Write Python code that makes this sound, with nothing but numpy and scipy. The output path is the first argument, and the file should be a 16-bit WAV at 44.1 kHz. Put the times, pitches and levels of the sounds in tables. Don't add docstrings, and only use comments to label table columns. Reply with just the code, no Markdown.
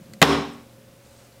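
import sys
import numpy as np
from scipy import signal
from scipy.fft import rfft, irfft, next_fast_len
from scipy.io import wavfile
from scipy.ndimage import map_coordinates

SR = 44100
rng = np.random.default_rng(int(sys.argv[2]) if len(sys.argv) > 2 else 0)


def dump(signal):
    limited = np.clip(np.atleast_2d(signal).T, -1, 1)
    pcm = np.round(limited * 32767).astype(np.int16)
    wavfile.write(sys.argv[1], SR, pcm)


def makeup_ratio(level_db):
    decades = np.asarray(level_db, float) / 20
    return 10 ** decades


N = 61739
TIME = np.arange(N) / SR


def unit(x):
    return x / np.sqrt(np.mean(x ** 2) + 1e-20)


def along(points, hz):
    pitch, value = np.transpose(points)
    return np.interp(np.log(hz + 1), np.log(pitch + 1), value)


def filtered(x, response):
    size = next_fast_len(N + 8192)
    spectrum = rfft(x, size) * response(np.fft.rfftfreq(size, 1 / SR))
    return irfft(spectrum, size)[:N]


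def noise(response):
    return unit(filtered(rng.standard_normal(N), response))


def peak(center_hz, width_hz):
    return lambda f: 1j * f * width_hz / (center_hz ** 2 - f * f + 1j * f * width_hz)


def power_peaks(rows):
    return lambda f: sum(makeup_ratio(db) * np.abs(peak(hz, width)(f)) ** 2 for hz, width, db in rows)


def level(rows):
    return makeup_ratio(np.interp(TIME, *np.transpose(rows)))


def ring(modes, start_s, scatter_db):
    since = np.maximum(TIME - start_s, 0)
    out = np.zeros(N)
    for pitch_hz, level_db, fade_s in modes:
        strength = makeup_ratio(level_db + scatter_db * rng.normal() - 60 * since / fade_s)
        out += strength * np.sin(2 * np.pi * pitch_hz * since)
    return out


# pitch_hz [Hz], level_db [dB per Hz]
AIR_COLOUR = [(20, 3.5), (55, -6.5), (140, -6.5), (260, -11), (560, -11.5), (650, -22.5), (1000, -19.5),
              (16000, -30.5)]
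# pitch_hz [Hz], width_hz [Hz], level_db [dB]
FAN_BANDS = [(75.5, 5, -63), (225.4, 6.4, -65), (544, 40, -61.5), (694.5, 12, -69)]
# pitch_hz [Hz], peak_db [dB]
FAN_TONES = [(119.5, -53.5), (532, -58.5), (559, -63)]


def workshop():
    out = makeup_ratio(-51.5) * noise(lambda f: makeup_ratio(along(AIR_COLOUR, f)))
    for pitch_hz, width_hz, level_db in FAN_BANDS:
        out += makeup_ratio(level_db) * noise(peak(pitch_hz, width_hz))
    for pitch_hz, peak_db in FAN_TONES:
        out += makeup_ratio(peak_db) * np.sin(2 * np.pi * pitch_hz * TIME)
    return out


# time_s [s], level_db [dB]
RUSTLE_LEVEL = [
    (0, -66),
    (.42, -70),
    (.5, -63),
    (.57, -67),
    (.95, -87),
    (1.06, -60),
    (1.12, -61),
    (1.2, -59),
    (1.3, -63.5),
    (1.4, -70.5),
]
# pitch_hz [Hz], level_db [dB per Hz]
GLOVE_COLOUR = [(300, -40.5), (800, 8.5), (2000, -0.5), (5000, -0.5), (8500, 1), (10500, -12.5),
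                (16000, -38)]


def gloves():
    hiss = rng.standard_normal(N)
    grain_points = rng.standard_normal(400)
    grains = hiss * makeup_ratio(2 * map_coordinates(grain_points, [TIME * 250]))
    return level(RUSTLE_LEVEL) * unit(filtered(grains, lambda f: makeup_ratio(along(GLOVE_COLOUR, f))))


# time_s [s], level_db [dB]
RUMBLE_LEVEL = [
    (0, -40.5),
    (.06, -52.5),
    (.12, -43),
    (.2, -53.5),
    (.6, -60),
    (.9, -54.5),
    (1.1, -63.5),
    (1.4, -78),
]
# pitch_hz [Hz], width_hz [Hz], level_db [dB]
RUMBLE_BANDS = [(148, 69, -3), (210, 30, 0.5), (340, 24, -13)]


def table_rumble():
    return level(RUMBLE_LEVEL) * noise(power_peaks(RUMBLE_BANDS))


# start_s [s], peak_db [dB], pitch_hz [Hz], fade_s [s to fall 60 dB]
TICKS = [(.058, -50, 4500, .005), (.1357, -31, 2000, .004), (.1361, -33, 4500, .004),
         (.1357, -34, 8000, .003), (.1357, -41, 12500, .003), (.534, -46, 8100, .012),
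         (.556, -47, 5500, .005), (.696, -49, 3800, .008), (.801, -48, 2000, .005),
         (1.052, -50, 4200, .008), (1.175, -56, 8300, .04), (1.2, -55, 8000, .03), (1.325, -50, 4600, .008)]


def ticks():
    out = np.zeros(N)
    for start_s, peak_db, pitch_hz, fade_s in TICKS:
        hiss = noise(lambda f: peak(pitch_hz, .4 * pitch_hz)(f) ** 2) * (TIME > start_s)
        hiss_fade = makeup_ratio(-14 - 60 * np.abs(TIME - start_s) / (.03 + fade_s))
        click = ring([(pitch_hz, 0, fade_s)], start_s, 0)
        out += makeup_ratio(peak_db) * (click + hiss * hiss_fade)
    return out


BLOW_S = .2168
# pitch_hz [Hz], level_db [dB per Hz]
WASH_COLOUR = [(50, -51.5), (110, -14), (200, -7.5), (1150, -11), (1600, -16.5), (3500, -19), (4600, -28),
               (16000, -42)]
# pitch_hz [Hz], width_hz [Hz], level_db [dB over the wash]
SHIMMER = [(1109, 58, 2.5), (2356, 250, -15), (4030, 350, -4), (5360, 570, 4.5)]
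# pitch_hz [Hz], fade_s [s to fall 60 dB]
ROOM_FADE = [(100, .6), (400, 0.51), (1500, 0.54), (4500, 0.51), (7000, 0.5), (10000, 0.4), (15000, 0.278)]


def room_wash():
    def colour(f):
        return makeup_ratio(along(WASH_COLOUR, f)) * (1 + power_peaks(SHIMMER)(f))

    hz, frame_s, bands = signal.stft(noise(colour), SR, nperseg=256)
    fade_s = np.abs(along(ROOM_FADE, hz))[:, None]
    bands = bands * makeup_ratio(-60 * np.maximum(frame_s - BLOW_S, 0) / fade_s)
    wash = signal.istft(bands, SR, nperseg=256)[1][:N]
    rise = 1 - np.exp(-np.maximum(TIME - BLOW_S, 0) / 0.0065)
    return makeup_ratio(-8.5) * wash * rise


# pitch_hz [Hz], level_db [dB], fade_s [s to fall 60 dB], bloom_s [s to swell]
TABLE_TONES = [(74.4, -11.5, 0.44, .03), (148.5, -10.5, .45, .01), (159.8, -16.5, 0.59, .01),
               (236.7, -18.5, 0.84, 0.025), (283, -5.5, 0.54, 0.022), (312.8, -15, 0.26, .01),
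               (394.8, -4.5, 0.47, 0.046), (457, -18, 0.54, 0.0205), (739.4, -15.5, .5, 0.027),
               (808, -23.5, .6, 0.028), (946, -20.5, 0.5, 0.011), (1089, -30, .4, 0.024),
               (1180, -30.5, 0.46, .01), (420, -19, 0.35, 0.026)]


def table_ring():
    since = np.maximum(TIME - BLOW_S, 0)
    out = np.zeros(N)
    for pitch_hz, level_db, fade_s, bloom_s in TABLE_TONES:
        swell = (1 - np.exp(-since / abs(bloom_s))) ** 2
        out += ring([(pitch_hz, level_db, fade_s)], BLOW_S, 0) * swell
    return makeup_ratio(-2.5) * out


# pitch_hz [Hz], level_db [dB], fade_s [s to fall 60 dB]
FRAME_TONES = [(574, -22, 0.081), (663, -12, 0.079), (721, -12, 0.051), (1227, -16.5, .06),
               (1566, -21, 0.0295)]
# pitch_hz [Hz], level_db [dB], fade_s [s to fall 60 dB]
THUD_TONES = [(172.8, -11.5, 0.11), (196, -2, 0.034), (478, -22, 0.027)]


def frame_and_base():
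    thud_s, thud_rise_s = .2185, 0.0058
    thud_rise = 1 - np.exp(-np.abs(TIME - thud_s) / thud_rise_s)
    return ring(FRAME_TONES, .2172, 0) + ring(THUD_TONES, thud_s, 0) * thud_rise


# start_s [s], crack_db [dB], clack_db [dB]
CONTACTS = [
    (.2158, -36, -34),
    (.2168, -11, -14),
    (.2187, -13, -6),
    (.2207, -18, -14),
    (.2256, -11, -2),
    (.2267, -14, 3),
]
# pitch_hz [Hz], level_db [dB], fade_s [s to fall 60 dB]
STOP_TONES = [(2050, -4, .012), (2500, -2, .008), (3050, -4, .011), (3650, -6, .01), (4300, -9, .01),
              (6100, -12, .008), (7100, -12, .008)]


def arm():
    crack_fade_s, crack_top_hz = .013, 6000
    out = np.zeros(N)
    for start_s, crack_db, clack_db in CONTACTS:
        crack = noise(lambda f: f / (f + 600) / (1 + (f / crack_top_hz) ** 1.5))
        crack *= (TIME > start_s) * makeup_ratio(-60 * np.abs(TIME - start_s) / crack_fade_s)
        out += makeup_ratio(crack_db) * crack + makeup_ratio(clack_db) * ring(STOP_TONES, start_s, 0.92)
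    return out


def scene():
    knock = frame_and_base() + arm() + room_wash() + table_ring()
    handling = ticks() + gloves() + table_rumble()
    return (knock + handling + workshop())[None]


def top_cut(x):
    return signal.sosfilt(signal.butter(12, 16270, fs=SR, output="sos"), x)


def record(dry):
    duck_at_s, fall_s, hold_s, back_s, duck_db = 0.2279, 0.026, .014, 0.0547, -8.5
    duck_times = duck_at_s + np.cumsum([0, fall_s, hold_s, back_s])
    mix = dry[0] * level(list(zip(duck_times, [0, duck_db, duck_db, 0])))
    mix = mix / (1 + np.abs(mix / 1.05) ** 8) ** (1 / 8)

    low_hz, top_hz, edge_hz = 55, 16250, 700

    def band_limits(f):
        low_cut = (1j * f / (low_hz + 1j * f)) ** 2
        return np.clip((top_hz - f) / edge_hz, 0, 1) * low_cut

    mix = filtered(mix, band_limits)[None]
    return top_cut(mix)


dry = scene()
out = record(dry)
dump(out)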